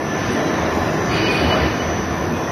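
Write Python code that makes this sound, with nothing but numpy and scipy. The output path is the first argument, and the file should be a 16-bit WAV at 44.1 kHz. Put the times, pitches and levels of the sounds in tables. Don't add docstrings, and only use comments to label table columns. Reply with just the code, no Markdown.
import sys
import numpy as np
from scipy import signal
from scipy.fft import rfft, irfft, next_fast_len
from scipy.io import wavfile
from scipy.ndimage import uniform_filter1d, map_coordinates

SR = 44100
rng = np.random.default_rng(int(sys.argv[2]) if len(sys.argv) > 2 else 0)


def volts(x):
    e = np.asarray(x, float) / 20
    return 10 ** e


def master_out(mix):
    frames = np.transpose(np.atleast_2d(mix))
    ceiling = np.clip(frames, -1, 1)
    pcm = np.round(ceiling * 32767).astype(np.int16)
    wavfile.write(sys.argv[1], SR, pcm)


N = 110691
HUM_HZ, MESH_HZ, DRONE_HZ = 82, 325.5, 155


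def along(points, hz):
    f, v = np.transpose(points)
    return np.interp(np.log(hz + 1), np.log(f + 1), v)


def unit(x):
    return x / np.sqrt(np.mean(np.abs(x) ** 2) + 1e-20)


def curves(rows):
    s, *columns = np.transpose(rows)
    return [np.interp(np.arange(N) / SR, s, column) for column in columns]


def wobble(rate):
    coarse = np.arange(0, N + 32, 32)
    knots = rng.standard_normal(200)
    return np.interp(np.arange(N), coarse, map_coordinates(knots, [coarse * min(rate, 70) / SR]))


def filtered(x, response):
    m = next_fast_len(N + SR // 4)
    return irfft(rfft(x, m) * response(np.fft.rfftfreq(m, 1 / SR)), m)[:N]


def noise(spectrum):
    def response(hz):
        inside = (hz > spectrum[0][0]) * (hz < 1.04 * spectrum[-1][0])
        return volts(along(spectrum, hz)) * inside
    return unit(filtered(rng.standard_normal(N), response))


def fuzzy(hz, width_hz):
    return unit(filtered(rng.standard_normal(N), lambda f: 1 / (1 + (2 * (f - hz) / width_hz) ** 2)))


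def tone(hz, wander):
    return np.sqrt(2) * np.sin(2 * np.pi * (hz * np.arange(N) / SR + wander * wobble(21)))


def dying(s, t60, rise_s):
    t = np.maximum(np.arange(N) / SR - s, 0)
    return (1 - np.exp(-t / rise_s)) * volts(-60 * t / t60)


def patchy(x, patchy_db):
    z = signal.stft(x, nperseg=1024)[2]
    field = uniform_filter1d(rng.standard_normal(z.shape), size=6, axis=0)
    field = uniform_filter1d(field, size=10, axis=1)
    return unit(signal.istft(z * volts(patchy_db * unit(field)), nperseg=1024)[1][:N])


# time in seconds, level in dB, extra bass in dB, extra treble in dB.
PATH = [
    (0.0, -23, -7, 1),
    (0.03, -22, -15, -1),
    (0.3, -22.5, 5, 6.5),
    (0.32, -19, -10, 1),
    (1.07, -20, 2.5, 0),
    (1.57, -16.5, -5, -1.5),
    (1.84, -21.5, 3.5, 0.5),
    (2.51, -22, -4, -1),
]
# frequency in Hz, density in dB per Hz.
ROAR_SPECTRUM = [(15, -65), (25, -22.5), (81, -2.5), (320, -1), (855, -9.5), (1730, -14), (4500, -31),
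                 (5960, -29), (6700, -39), (8710, -78), (14700, -120)]
# frequency in Hz, density in dB per Hz.
HISS_SPECTRUM = [(4880, -45), (8300, -6), (11000, -1), (11800, 1.5), (12400, -1), (16100, -25),
                 (22000, -120)]
# frequency in Hz, width in Hz, level in dB.
HOUSING_MODES = [(173, 15, -39), (378.2, 8.5, -42.5), (624.4, 13, -37.5), (710.7, 53, -35.5),
                 (763, 36, -42.5), (1026, 55, -37), (1772, 110, -37), (103, 15, -37)]


def machinery():
    level_db, bass_db, treble_db = curves(PATH)
    roar = patchy(noise(ROAR_SPECTRUM), patchy_db=1.28) * volts(level_db.mean())
    for hz, width_hz, db in HOUSING_MODES:
        roar = roar + volts(db + 0.76 * wobble(2.61)) * fuzzy(hz, width_hz)

    def room_for_tones(hz):
        dips = [(HUM_HZ, 14), (MESH_HZ, 12), (DRONE_HZ, 12)]  # (Hz, half width Hz), each 4 dB deep
        return volts(sum(-4 / (1 + ((hz - centre) / half) ** 4) for centre, half in dips))
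    roar = filtered(roar, room_for_tones)
    bass = filtered(roar, lambda hz: 1 / (1 + (hz / 134) ** 4))
    treble = filtered(roar, lambda hz: 1 / (1 + (1530 / (hz + 1)) ** 4))
    moved = roar - bass - treble + bass * volts(bass_db) + treble * volts(treble_db)
    hiss = volts(-54 + .8 * wobble(5)) * patchy(noise(HISS_SPECTRUM), patchy_db=1.5)
    return moved * volts(level_db - level_db.mean()) + hiss


# time in seconds, level in dB, relative level of the octave comb in dB.
WHINE_LEVEL = [(0.0, -51.5, -25), (0.06, -43.5, -19), (0.59, -42, -22), (0.78, -47.5, -7.5),
               (1.08, -39, -20), (1.15, -45.5, -13), (1.24, -41, -16), (1.29, -44, -13.5),
               (1.66, -43.5, -13.5), (1.84, -40, -21), (2.35, -45, -13), (2.51, -40, -19)]
LOWER_LINES = [-55, -61, -62, -60, -55, -51, -48, -47, -53, -60, -63, -70, -66, -59]
OCTAVE_LINES = [-73, -69, -71, -73, -72, -74, -67, -70, -63, -64, -69, -71, -70, -78, -74]


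def drive():
    level_db, octave_db = curves(WHINE_LEVEL)
    t = np.arange(N) / SR
    spacing_hz, drift_hz = 71.4, 1.5
    slip = np.cumsum(drift_hz * wobble(2.39)) / SR
    loose = np.interp(t, (1.5, 1.75), [1, .3])

    def comb(first_hz, lines):
        total = 0
        for k, db in enumerate(lines):
            own_phase = loose * (rng.random() + .3 * wobble(4))
            cycles = (first_hz + k * spacing_hz) * t + slip + own_phase
            total = total + volts(db + 2.5 * wobble(6)) * np.sqrt(2) * np.sin(2 * np.pi * cycles)
        return total
    lower = volts(0.6) * comb(5538, LOWER_LINES)
    octave = volts(-0.1 + octave_db - octave_db.mean()) * comb(11361, OCTAVE_LINES)
    return volts(level_db - level_db.mean()) * (lower + octave)


# time in seconds, level in dB.
SHAFT_LEVEL = [(0.0, -35), (0.56, -37), (0.64, -22), (0.67, -32), (0.78, -23), (0.87, -25), (0.9, -56),
               (1.36, -34), (1.47, -16.5), (1.59, -38), (1.62, -14.5), (1.78, -43), (1.84, -21.5),
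               (2.02, -34), (2.04, -24), (2.4, -31), (2.43, -46), (2.51, -24)]
# time in seconds, level in dB.
MESH_LEVEL = [(0.0, -32), (0.4, -36.5), (0.45, -27.5), (0.82, -35), (0.96, -26.5), (1.04, -46), (1.23, -21),
              (1.29, -33.5), (1.73, -29), (1.86, -40), (1.9, -29), (1.98, -37), (2.12, -30.5), (2.31, -39),
              (2.44, -29.5), (2.51, -44)]
# time in seconds, level in dB.
DRONE_LEVEL = [(0.0, -49), (0.04, -30), (0.8, -38.5), (0.97, -24), (1.02, -38), (1.19, -30), (1.37, -43),
               (1.47, -31), (1.81, -48), (1.87, -34), (1.91, -38), (2.33, -28), (2.36, -38), (2.51, -41)]


def hum():
    shaft = volts(curves(SHAFT_LEVEL)[0] - 4.5) * tone(HUM_HZ, 0.17)
    mesh = volts(curves(MESH_LEVEL)[0]) * tone(MESH_HZ, 0.13)
    drone = volts(curves(DRONE_LEVEL)[0] - 1.5) * tone(DRONE_HZ, 0.067)
    return shaft + mesh + drone


# start in seconds, level in dB, decay time T60 in seconds.
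PING_EVENTS = [
    (2.36, -37, 0.38),
    (2.37, -45, 3),
    (2.46, -27, 0.53),
    (0.4, -42.5, 2.3),
    (2.33, -42, 2.8),
    (0.022, -30.5, 1.3),
    (2.345, -59, 0.74),
    (3.1, -60, .4),
    (2.32, -57, 1),
    (2.355, -60, .4),
]
PING_MODE_HZ = [3400, 5495, 1900, 3950, 2500, 1750, 8750, 8245, 8245, 9710]


def pings():
    total = 0
    for hz, (s, db, t60) in zip(PING_MODE_HZ, PING_EVENTS):
        ring = unit(.7 * tone(hz, 0.16) + fuzzy(hz, 42))
        total = total + volts(db) * dying(s, t60, 0.012) * ring
    return total


# start in seconds, level in dB, decay time T60 in seconds.
PUFF_EVENTS = [
    (.30, -44.5, 0.47),
    (1.11, -45.5, 0.52),
    (1.30, -44.5, 0.91),
]
# frequency in Hz, density in dB per Hz.
PUFF_SPECTRUM = [(3000, -36), (5000, -11.5), (9000, 8), (12500, 0)]


def puffs():
    envelope = sum(volts(db) * dying(s, t60, 0.0084) for s, db, t60 in PUFF_EVENTS)
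    return filtered(envelope * noise(PUFF_SPECTRUM), lambda hz: np.where(hz > 6860, 1, volts(6)))


# frequency in Hz, level in dB.
SQUEAL_PARTIALS = [(4880, -49), (6810, -57), (8900, -66), (10300, -65), (3960, -54)]


def squeal():
    t = np.arange(N) / SR
    start_s, end_s, fade_s = .69, 1.2, .04
    held = np.clip(np.minimum(t - start_s, end_s - t) / fade_s, 0, 1)
    total = 0
    for hz, db in SQUEAL_PARTIALS:
        total = total + volts(db + 1.8 * wobble(30)) * (tone(hz, .15) + .4 * fuzzy(hz, 45))
    return held * total


# time in seconds, level in dB.
SCRAPE_LEVEL = [
    (1.085, -39),
    (1.11, -31),
    (1.171, -27),
    (1.491, -29),
    (1.53, -27.5),
    (1.552, -33),
    (1.665, -31.5),
    (1.69, -36.5),
    (1.98, -40),
]
# frequency in Hz, the two main modes first.
BAR_MODE_HZ = [2470, 2963, 4415, 4620, 2280, 2370, 4790, 2900]
# level in dB, change of level in dB per second.
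BAR_MODES = [(-4.5, -5.5), (-5.5, -4), (-4.5, -8.5), (-4, -9.5), (-17, 6), (-12, 7.5), (-10.5, 0.5),
             (-15, -4)]
# time in seconds, flare of the lower main mode in dB, of the upper in dB.
BAR_JOLTS = [(1.11, -5, -4), (1.135, 0.5, -2), (1.165, -7, 7), (1.195, 5, 5), (1.215, -2, -6),
             (1.234, 3, 2), (1.275, 5, 8), (1.31, 8, -7), (1.355, 9.5, -3.5), (1.395, 2, -1),
             (1.441, -3, 4), (1.51, 6, 3), (1.536, 0.5, 10), (1.57, 0.5, -3), (1.635, 2, 8.5),
             (1.81, 5, 14)]
# frequency in Hz, density in dB per Hz.
CONTACT_SPECTRUM = [(300, -50), (900, -10.5), (2300, 1.5), (3300, -6), (4100, -8.5), (4600, -4.5),
                    (5100, -13), (6500, -25.5)]


def scrape():
    t = np.arange(N) / SR
    since = t - SCRAPE_LEVEL[0][0]
    fall_db = 35 * np.maximum(since - .9, 0)
    effort = volts(curves(SCRAPE_LEVEL)[0] - fall_db) * np.clip(since / 0.015, 0, 1)
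    s, *flares = np.transpose(BAR_JOLTS)
    bumps = np.exp(-((t[::32, None] - s) / .013) ** 2)
    flare_db = [np.repeat(bumps @ flare, 32)[:N] for flare in flares]
    flare_db = flare_db + [0] * (len(BAR_MODES) - len(flares))
    bar = 0
    for hz, (db, sag_db), jolt_db in zip(BAR_MODE_HZ, BAR_MODES, flare_db):
        mode = fuzzy(hz, 53 if hz < 4000 else 110)
        if hz in BAR_MODE_HZ[:2]:
            mode = mode + 1.8 * tone(hz, 0.09)
        rattle_db = 1.5 * wobble(28)
        bar = bar + volts(db + jolt_db + sag_db * since + rattle_db) * mode
    return effort * (volts(-5.5) * bar + volts(0.2) * noise(CONTACT_SPECTRUM))


def scene():
    return (machinery() + drive() + hum() + pings() + puffs() + squeal() + scrape())[None]


# frequency in Hz, step over masking level in dB.
CELL_STEP = [(300, -25), (1500, -4), (2600, 3.5), (5000, 3.5), (5700, -1), (9000, 1.5), (12500, 0)]


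def ragged_band(x, size=1024):
    n, k = np.arange(2 * size), np.arange(size)
    window = np.sin(np.pi * (n + .5) / (2 * size))
    basis = window * np.cos(np.pi / size * np.outer(k + .5, n + .5 + size / 2)) * np.sqrt(2 / size)
    x = np.pad(x, (size + size // 2, 3 * size - N % size), mode="reflect")
    count = len(x) // size - 1
    c = basis @ np.array([x[i * size:(i + 2) * size] for i in range(count)]).T
    hz, s = (k + .5) * SR / (2 * size), (np.arange(count) - .5) * size / SR

    def draw(cells):
        field = uniform_filter1d(rng.standard_normal((len(k), count)), size=2, axis=1)
        return unit(field)[k // cells]

    low, gap, stray, fringe, full = 6330, 6860, 7950, 8230, 8900
    top, end = 12400, 13050
    power = uniform_filter1d(uniform_filter1d(c * c, size=48, axis=0), size=3, axis=1)
    mask = np.sqrt(abs(power)) + 1e-9
    starved_db = 7.5 * np.outer((hz > stray) * (hz < 9700), s > 2.33)
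    step = mask * volts(along(CELL_STEP, hz)[:, None] + 2.2 * draw(10) + starved_db)
    c = np.sign(c) * np.floor(abs(c) / step + .4054) * step

    edge_open, fringe_open, top_open = .42, .7, .27
    share = np.interp(hz, [low - 1, low, gap, gap + 1, fringe, fringe + 1, full, top, top + 1, end, end + 1],
                      [1, 1.5 * edge_open, 0.21 * edge_open, 0, 0, fringe_open, 1, 1,
                       1.6 * top_open, .3 * top_open, 0])
    closing = .1 * np.outer((hz > low) * (hz < gap), 1 - s)
    share = share[:, None] + closing
    loss_db = np.interp(hz, [top, end], [0, -6])
    loud = abs(uniform_filter1d(c * c, size=5, axis=0)) > volts(2 * -34)
    strong = loud * ((hz > 6700) * (hz < gap))[:, None]
    chance = 1 / (1 + np.exp(-1.7 * draw(7)))
    c = c * (strong | (chance < share)) * volts(loss_db)[:, None]
    frames = (basis.T @ c).T
    out = np.pad(frames[:, :size], ((0, 1), (0, 0))) + np.pad(frames[:, size:], ((1, 0), (0, 0)))
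    return out.ravel()[size + size // 2:][:N]


def top_cut(x):
    return signal.sosfilt(signal.butter(12, 13090, fs=SR, output="sos"), x)


def record(dry):
    mix = ragged_band(dry[0])[None]
    return top_cut(mix)


dry = scene()
out = record(dry)
master_out(out)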